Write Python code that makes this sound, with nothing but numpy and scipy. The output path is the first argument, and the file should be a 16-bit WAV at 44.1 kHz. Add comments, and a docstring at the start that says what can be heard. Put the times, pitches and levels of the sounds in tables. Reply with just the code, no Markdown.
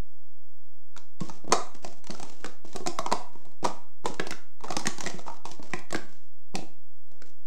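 """A small kitchen, the microphone close to a counter where plastic cups are handled and stacked.
Each contact sums damped modes and noise bursts: counter thud, hollow ring, wall clack and rim crack.
Chance stick-slip impulses make the rims scrape, and light knocks rattle through the slides.
Decaying coloured noise answers as the room, over tape hiss, mains hum and the whine of picture circuits."""
import sys
import numpy as np
from scipy import signal
from scipy.fft import rfft, irfft, next_fast_len
from scipy.io import wavfile
from scipy.ndimage import map_coordinates

SR = 44100
rng = np.random.default_rng(int(sys.argv[2]) if len(sys.argv) > 2 else 0)


def master_out(mix):
    """Clip the mix to full scale and print it as 16-bit PCM to the path in sys.argv[1]."""
    frames = np.transpose(np.atleast_2d(mix))
    ceiling = np.clip(frames, -1, 1)
    pcm = np.round(ceiling * 32767).astype(np.int16)
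    wavfile.write(sys.argv[1], SR, pcm)


N = 329382

CUP_HZ = 950  # pitch of a single cup


def amp(db):
    """Decibels as an amplitude factor."""
    return 10 ** (np.asarray(db) / 20)


def unit(x):
    """Scaled to rms 1."""
    return x / np.sqrt(np.mean(x ** 2) + 1e-20)


def blow(x):
    """Scaled to the energy of 10 ms at rms 1."""
    return x * np.sqrt(SR / 100 / (np.sum(x ** 2) + 1e-20))


def along(points, hz):
    """Values at hz, from (frequency [Hz], value) points joined on a log frequency axis."""
    point_hz, values = np.transpose(points)
    return np.interp(np.log(hz + 1), np.log(point_hz + 1), values)


def colour(x, spectrum):
    """Minimum-phase filter with the given (frequency [Hz], level [dB]) shape."""
    n = x.shape[-1]
    m = 2 * next_fast_len(n)
    log_gain = np.log(amp(along(spectrum, np.fft.rfftfreq(m, 1 / SR))))
    # folding the cepstrum onto positive times makes the filter causal
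    cepstrum = irfft(log_gain, m)
    cepstrum[1:m // 2] *= 2
    cepstrum[m // 2 + 1:] = 0
    response = np.exp(rfft(cepstrum))
    return irfft(rfft(x, m) * response, m)[..., :n]


def wobble(rate):
    """A smooth random curve through rate knots a second."""
    knots = rng.standard_normal(int(N * rate / SR) + 4)
    return map_coordinates(knots, [np.arange(N) * rate / SR])


def tape_floor():
    """Hiss, partly unlike in the two channels, with steady mains hum and picture whine."""
    # tape hiss: (frequency [Hz], relative level [dB])
    hiss_spectrum = [(20, -1), (90, 1.5), (125, -13.5), (180, -3), (330, 1), (550, -5.5), (1000, -14),
                     (2500, -17.5), (5000, -21.5), (8000, -22), (11000, -27), (15500, -18.5)]
    # steady electrical lines: (frequency [Hz], rms level [dB])
    electrical_lines = [(60, -75), (8000, -83), (14734, -88), (15734, -77.5)]
    fizz_spectrum = [(250, -20), (400, 8.0), (1000, -2.0), (3000, -5.0), (15000, -2.5)]
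    t = np.arange(N) / SR
    shared_hiss = amp(-67.0) * unit(colour(rng.standard_normal(N), hiss_spectrum))
    channel_fizz = amp(-77) * unit(colour(rng.standard_normal((2, N)), fizz_spectrum))
    whine = sum(amp(db) * np.sqrt(2) * np.sin(2 * np.pi * hz * t) for hz, db in electrical_lines)
    return shared_hiss + channel_fizz + whine


def kitchen(count, build_up):
    """Decaying noise as room answers for count cup places; echoes thicken over build_up seconds."""
    # how long the kitchen rings: (frequency [Hz], t60 [s])
    room_decay = [(120, 0.9), (350, 0.24), (1150, 0.43), (2200, 0.42), (5500, 0.31), (9000, 0.43),
                  (13000, 0)]
    # how strongly the kitchen answers: (frequency [Hz], level [dB])
    room_level = [(120, -20), (300, -2.5), (600, -4.5), (1100, -7), (2000, -9), (3200, -8.5), (4200, -8),
                  (5500, -6.5), (8000, -9.5), (12000, -10)]
    hz, t, noise = signal.stft(rng.standard_normal((count, SR // 2)), SR, nperseg=256)
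    t60 = np.maximum(along(room_decay, hz), 0.1)[:, None]  # never shorter than 0.1 s
    shape = amp(-60 * t / t60) * (1 - np.exp(-(t / build_up) ** 2))
    energy = np.mean(shape ** 2, 1) * SR / 2
    shape *= (amp(along(room_level, hz)) / np.sqrt(energy))[:, None]
    return signal.istft(noise * shape, SR, nperseg=256)[1]


def strokes():
    """Gains of rumble and rasp over time: every slide catches quickly, fades as it slows, and stops."""
    # a cup sliding on a cup or on the counter:
    # (start [s], end [s], rumble strength [dB], rasp strength [dB])
    slides = [(1.203, 1.385, -51, -48.5), (1.746, 1.769, -42.5, -43.5), (1.824, 1.991, -52, -51),
              (2.096, 2.28, -47, -47), (2.275, 2.537, -54.5, -53), (2.648, 2.848, -57, -51.5),
              (3.33, 3.582, -58.5, -63), (3.64, 3.691, -28, -32.5), (4.052, 4.121, -46, -40.5),
              (4.63, 4.853, -41, -48), (5.001, 5.225, -45.5, -44.5), (5.261, 5.37, -48, -48.5),
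              (5.455, 5.561, -54.5, -45.5), (5.623, 5.781, -50.5, -51), (6.085, 6.261, -67.5, -60),
              (7.112, 7.209, -61.5, -67.5), (7.255, 7.318, -60.5, -55.5)]
    catch_s, slowing_db = 0.0098, 8.5
    t = np.arange(N) / SR
    gains = np.zeros((2, N))
    for start, end, *level_db in slides:
        gate = np.clip(np.minimum(t - start, end - t) / catch_s + 0.5, 0, 1)
        on = gate > 0
        fade = amp(-slowing_db * (t[on] - start) / (end - start))
        gains[:, on] += amp(level_db)[:, None] * gate[on] * fade
    return gains


def slips(rate, spread_db):
    """Stick and slip: tiny catches of uneven size at chance moments; grip limits the largest."""
    catches = (rng.random(N) < rate / SR) * rng.choice([-1, 1], N)
    size_db = spread_db * rng.standard_normal(N)
    return catches * amp(np.minimum(size_db, 1.5 * spread_db))


def scrapes(rumble_gain, rasp_gain):
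    """A rim drags along a wall: its slips rasp and make the cup rumble, and the room answers."""
    # low part, the cup body: (frequency [Hz], relative level [dB])
    rumble_spectrum = [(80, -19.5), (180, 6), (350, 7.5), (520, 2.5), (750, 1), (1200, -6), (1500, -8),
                       (2200, -12), (3500, -24.5), (8000, -58)]
    # high part, the rim: (frequency [Hz], relative level [dB])
    rasp_spectrum = [(800, -36), (2000, 0), (3000, 2), (4200, -1), (5500, 3.5), (7700, 0.5), (9000, -9),
                     (10500, -25.5), (15000, -24.5)]
    drag = slips(rate=470, spread_db=1.5)
    rumble = amp(-2.5) * rumble_gain * unit(colour(drag, rumble_spectrum))
    rasp = amp(-5.5) * rasp_gain * unit(colour(drag, rasp_spectrum))
    close = rumble + rasp
    room = kitchen(count=1, build_up=0.012)[0]
    return close + signal.fftconvolve(close, room)[:N]


def rattles(rumble_gain, rasp_gain, count):
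    """A sliding cup wobbles and knocks lightly at chance moments; a raspy slide knocks harder."""
    over_rumble_db, spread_db, spread_octaves = -1, 5.5, 0.46
    sliding = np.flatnonzero(rumble_gain)
    # one chance moment in each equal share of the sliding time
    share = (np.arange(count) + rng.random(count)) / count
    at = sliding[(share * len(sliding)).astype(int)]
    size, pitch = rng.standard_normal((count, 2)).T
    level_db = 20 * np.log10(rumble_gain[at]) + over_rumble_db + spread_db * size
    hard_db = 4 + 0.7 * 20 * np.log10(rasp_gain[at] / rumble_gain[at])
    hz = CUP_HZ * 2 ** (spread_octaves * pitch)
    return list(zip(at / SR, level_db, hard_db, hz))


def ticks():
    """A rim flicks past another rim: mostly crack."""
    # flicks: (time [s], strength [dB])
    flicks = [(0.9755, -47.5), (1.2048, -45.5), (2.0416, -52.5), (2.0693, -47), (2.2969, -52),
              (2.7296, -50.5), (4.077, -45), (4.1418, -46), (4.7942, -38), (5.0061, -35), (5.099, -42),
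              (5.7903, -50.5)]
    # shares: (counter thud [dB], hollow ring [dB], wall clack [dB], rim crack [dB])
    tick_mix = (-8, -3.5, -6, 0.5)
    return [(s, db + np.array(tick_mix), CUP_HZ) for s, db in flicks]


def bumps():
    """A cup is set down or nudged softly on the counter; a deeper bump is a duller one."""
    # soft landings: (time [s], strength [dB], leading mode [Hz])
    landings = [(1.2112, -27.5, 171.5), (1.4442, -43, 514), (1.4777, -38.5, 676), (1.4953, -33.5, 540),
                (1.5117, -35.5, 950), (2.0981, -36.5, 660), (2.649, -44, 670), (2.7511, -39, 709),
                (2.8048, -37.5, 685), (3.3554, -47.5, 930), (3.4658, -52, 957), (3.6275, -34.5, 760),
                (4.0443, -39.5, 885), (4.0989, -37, 525), (4.872, -34, 200), (5.143, -37, 181),
                (5.5951, -42, 635), (5.951, -30, 200), (6.5441, -32.5, 183), (6.587, -36.5, 638),
                (6.6255, -41.5, 600)]
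    # shares: (counter thud [dB], hollow ring [dB], wall clack [dB], rim crack [dB])
    bump_mix = (1.5, -4.5, -21.5, -20.5)
    dulling_db_per_octave = 4
    events = []
    for s, db, hz in landings:
        parts_db = db + np.array(bump_mix, float)
        # all but the thud weaken as the pitch falls
        parts_db[1:] -= dulling_db_per_octave * np.log2(CUP_HZ / hz)
        events.append((s, parts_db, hz))
    return events


def clacks():
    """Nested walls snap together or come free; the bright snap at 6.55 s is a cup set on another surface.
    Hardness adds rim crack."""
    # snaps: (time [s], strength [dB], hardness [dB], leading mode [Hz])
    snaps = [(2.4443, -37.5, -3, 1500), (4.1971, -28, -7, 1635), (4.3075, -38.5, 6.5, 2040),
             (4.3225, -38.5, -6.5, 1446), (4.8557, -35, -0.5, 1795), (4.869, -29.5, 8, 1900),
             (5.063, -33, 0.5, 1930), (5.0722, -35.5, 2.5, 1970), (5.735, -29.5, -5.5, 1950),
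             (5.9062, -45.5, 4.5, 1840), (5.946, -30, -6, 1596), (5.9589, -38, 4.5, 1550),
             (6.554, -38, 8.5, 2630), (7.22, -50.5, 1.5, 1490)]
    # shares: (counter thud [dB], hollow ring [dB], wall clack [dB], rim crack [dB])
    clack_mix = (-1, -3, 0.5, -4)
    events = []
    for s, db, hard_db, hz in snaps:
        parts_db = db + np.array(clack_mix, float)
        parts_db[-1] += hard_db
        events.append((s, parts_db, hz))
    return events


def knocks(light_knocks):
    """A cup knocks on a cup and rings hollow; a deeper ring is a heavier stack, which thuds more."""
    # full knocks: (time [s], strength [dB], hardness [dB], leading mode [Hz])
    full_knocks = [(0.9644, -45, -2.5, 1390), (1.2958, -38.5, -3, 880), (1.5226, -17.5, 3, 1015),
                   (1.528, -18, -10.5, 710), (1.532, -21, -9, 1230), (1.8464, -35.5, -0.5, 720),
                   (2.105, -41, 8.5, 675), (2.198, -41, 2, 700), (2.2288, -40, 4.5, 780),
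                   (2.4602, -41, 4.5, 1190), (2.76, -36.5, 4.5, 687), (2.8622, -29.5, -4, 706),
                   (2.8721, -29.5, 6, 690), (2.9877, -24, -5, 1090), (3.0621, -27, -6, 960),
                   (3.1154, -27, -5, 1020), (3.124, -19, -4.5, 957), (3.6463, -25, -6.5, 925),
                   (3.6522, -23, -8.5, 974), (4.0569, -24.5, -5.5, 895), (4.269, -37.5, 3.5, 735),
                   (4.6068, -48.5, -5.5, 930), (4.6442, -35.5, -13, 1000), (4.6831, -38.5, -8.5, 1255),
                   (4.705, -29, -2.5, 702), (4.722, -36, 2, 1150), (4.7665, -28, 5.5, 846),
                   (4.9828, -43, 8.5, 820), (5.0377, -39.5, 4, 560), (5.192, -41, -3.5, 697),
                   (5.2651, -43, -17.5, 935), (5.28, -32.5, -14, 904), (5.3001, -38.5, -12, 922),
                   (5.454, -35, -2.5, 944), (5.926, -32, 2.5, 650), (6.553, -34, 0, 765)]
    # shares: (counter thud [dB], hollow ring [dB], wall clack [dB], rim crack [dB])
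    knock_mix = (-6.5, -0.5, -11.5, -6.5)
    # what thud, ring, clack and crack each gain with hardness: [dB per dB]
    hardness_gain = (0.84, 0, 0.52, 1)
    thud_db_per_octave = 5.5
    events = []
    for s, db, hard_db, hz in full_knocks + light_knocks:
        parts_db = db + np.array(knock_mix) + hard_db * np.array(hardness_gain)
        parts_db[0] += thud_db_per_octave * np.log2(CUP_HZ / hz)
        events.append((s, parts_db, hz))
    return events


def ring(modes, t, spread_db, detune, attack):
    """Damped modes; every blow meets them with new strengths and slightly other pitches."""
    hz, db, t60 = np.transpose(modes)[:, :, None]
    size, shift, phase = rng.standard_normal((3, len(hz), 1))
    waves = np.sin(2 * np.pi * (hz * (1 + detune * shift) * t + phase))
    decay = amp(db + spread_db * size - 60 * t / t60)
    return blow((decay * waves).sum(0) * (1 - np.exp(-t / attack)))


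def burst(spectrum, t, t60, attack):
    """Many close, heavily damped modes: a puff of coloured noise."""
    envelope = amp(-60 * t / t60) * (1 - np.exp(-t / attack))
    return blow(colour(rng.standard_normal(len(t)) * envelope, spectrum))


def flexed(spectrum, count):
    """A rim flexes differently at each contact: chance peaks and dips at count frequencies."""
    flex_db = 3
    hz = np.geomspace(spectrum[0][0], spectrum[-1][0], count)
    return np.transpose([hz, along(spectrum, hz) + flex_db * rng.standard_normal(count)])


def contacts(events):
    """Each contact shakes counter, hollow, wall and rim, and sounds into the room."""
    # the counter under the cups: (frequency [Hz], relative level [dB], t60 [s])
    counter_modes = [(141.8, -4, 0.045), (200, -2.5, 0.057), (248.1, -2.5, 0.01), (336.5, -0.5, 0.059),
                     (410.6, -2, 0.023)]
    # the hollow of a cup: (frequency [Hz], relative level [dB], t60 [s])
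    hollow_modes = [(474, -2, 0.026), (606, -7, 0.032), (700, -0.5, .035), (780, -2, 0.033),
                    (917, -1, 0.021), (1090, -4.5, 0.054), (1263, -3, .03)]
    # clack of the wall: (frequency [Hz], relative level [dB])
    wall_spectrum = [(700, -32), (1200, -7.5), (1550, -4), (2000, -3), (2500, -4), (3100, -12), (4200, -13),
                     (8000, -43.5)]
    # crack of the rim: (frequency [Hz], relative level [dB])
    rim_spectrum = [(1500, -26), (3200, -3.5), (4000, 0.5), (5500, 0.5), (7700, -2), (9000, -10.5),
                    (10500, -20), (15000, -29)]
    out, t = np.zeros(N + SR), np.arange(SR // 6) / SR
    rooms = kitchen(count=len(events), build_up=0.006)
    for (s, (*body_db, crack_db), hz), room in zip(events, rooms):
        thud = ring(counter_modes, t, spread_db=1.0, detune=0.066, attack=0.00043)
        hollow = ring(hollow_modes, t, spread_db=7, detune=0.039, attack=0.0016)
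        clack = burst(wall_spectrum, t, t60=0.024, attack=0.0003)
        body = np.array([thud, hollow, clack])
        rim = flexed(rim_spectrum, count=28)
        near_crack = burst(rim, t, t60=0.019, attack=0.00027)
        far_crack = blow(colour(1.0 * (t == 0), rim))  # an even click feeds the room
        # grip and point of contact let one mode lead; the higher it is, the sooner it dies
        lead_t60 = 0.021 * (950 / hz) ** 0.62
        lead = ring([(hz, 0, lead_t60)], t, spread_db=1, detune=0.0056, attack=0.45 / hz)
        owner = np.searchsorted([450, 1450], hz)  # it joins counter, hollow or wall by its pitch
        # the near microphone hears mostly that mode; the room gathers all sides more evenly
        near, far = body.copy(), body.copy()
        near[owner] = blow(body[owner] + amp(4.5) * lead)
        far[owner] = blow(body[owner] + amp(2.5) * lead)
        heard = signal.fftconvolve(amp(body_db) @ far + amp(crack_db) * far_crack, room)
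        heard[:len(t)] += amp(body_db) @ near + amp(crack_db) * near_crack
        out[round(s * SR):][:len(heard)] += heard
    return out[:N]


def scene():
    """One microphone feeds both channels; they differ slightly, mostly in the treble."""
    # the microphone thins the deep bass: (frequency [Hz], gain [dB])
    bass_response = [(45, -8.5), (95, -5.5), (160, -0.5)]
    difference_spectrum = [(100, -28), (1000, -37.5), (2200, -28), (6000, -17), (12000, -14)]
    floor = tape_floor()
    gains = strokes()
    sliding = scrapes(*gains)
    light_knocks = rattles(*gains, count=36)
    touching = contacts(ticks() + bumps() + clacks() + knocks(light_knocks))
    cups = colour(sliding + touching, bass_response)
    side = colour(cups * unit(wobble(530)), difference_spectrum)
    return np.array([cups + side, cups - side]) + floor


def record(dry):
    """A steep band limit; the converter rests a little off zero."""
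    top_hz, offset = 15900, 0.0991  # offset as a fraction of full scale
    m = next_fast_len(N + SR // 2)
    passed = np.fft.rfftfreq(m, 1 / SR) < top_hz
    return irfft(rfft(dry, m) * passed, m)[:, :N] + offset


dry = scene()
out = record(dry)
master_out(out)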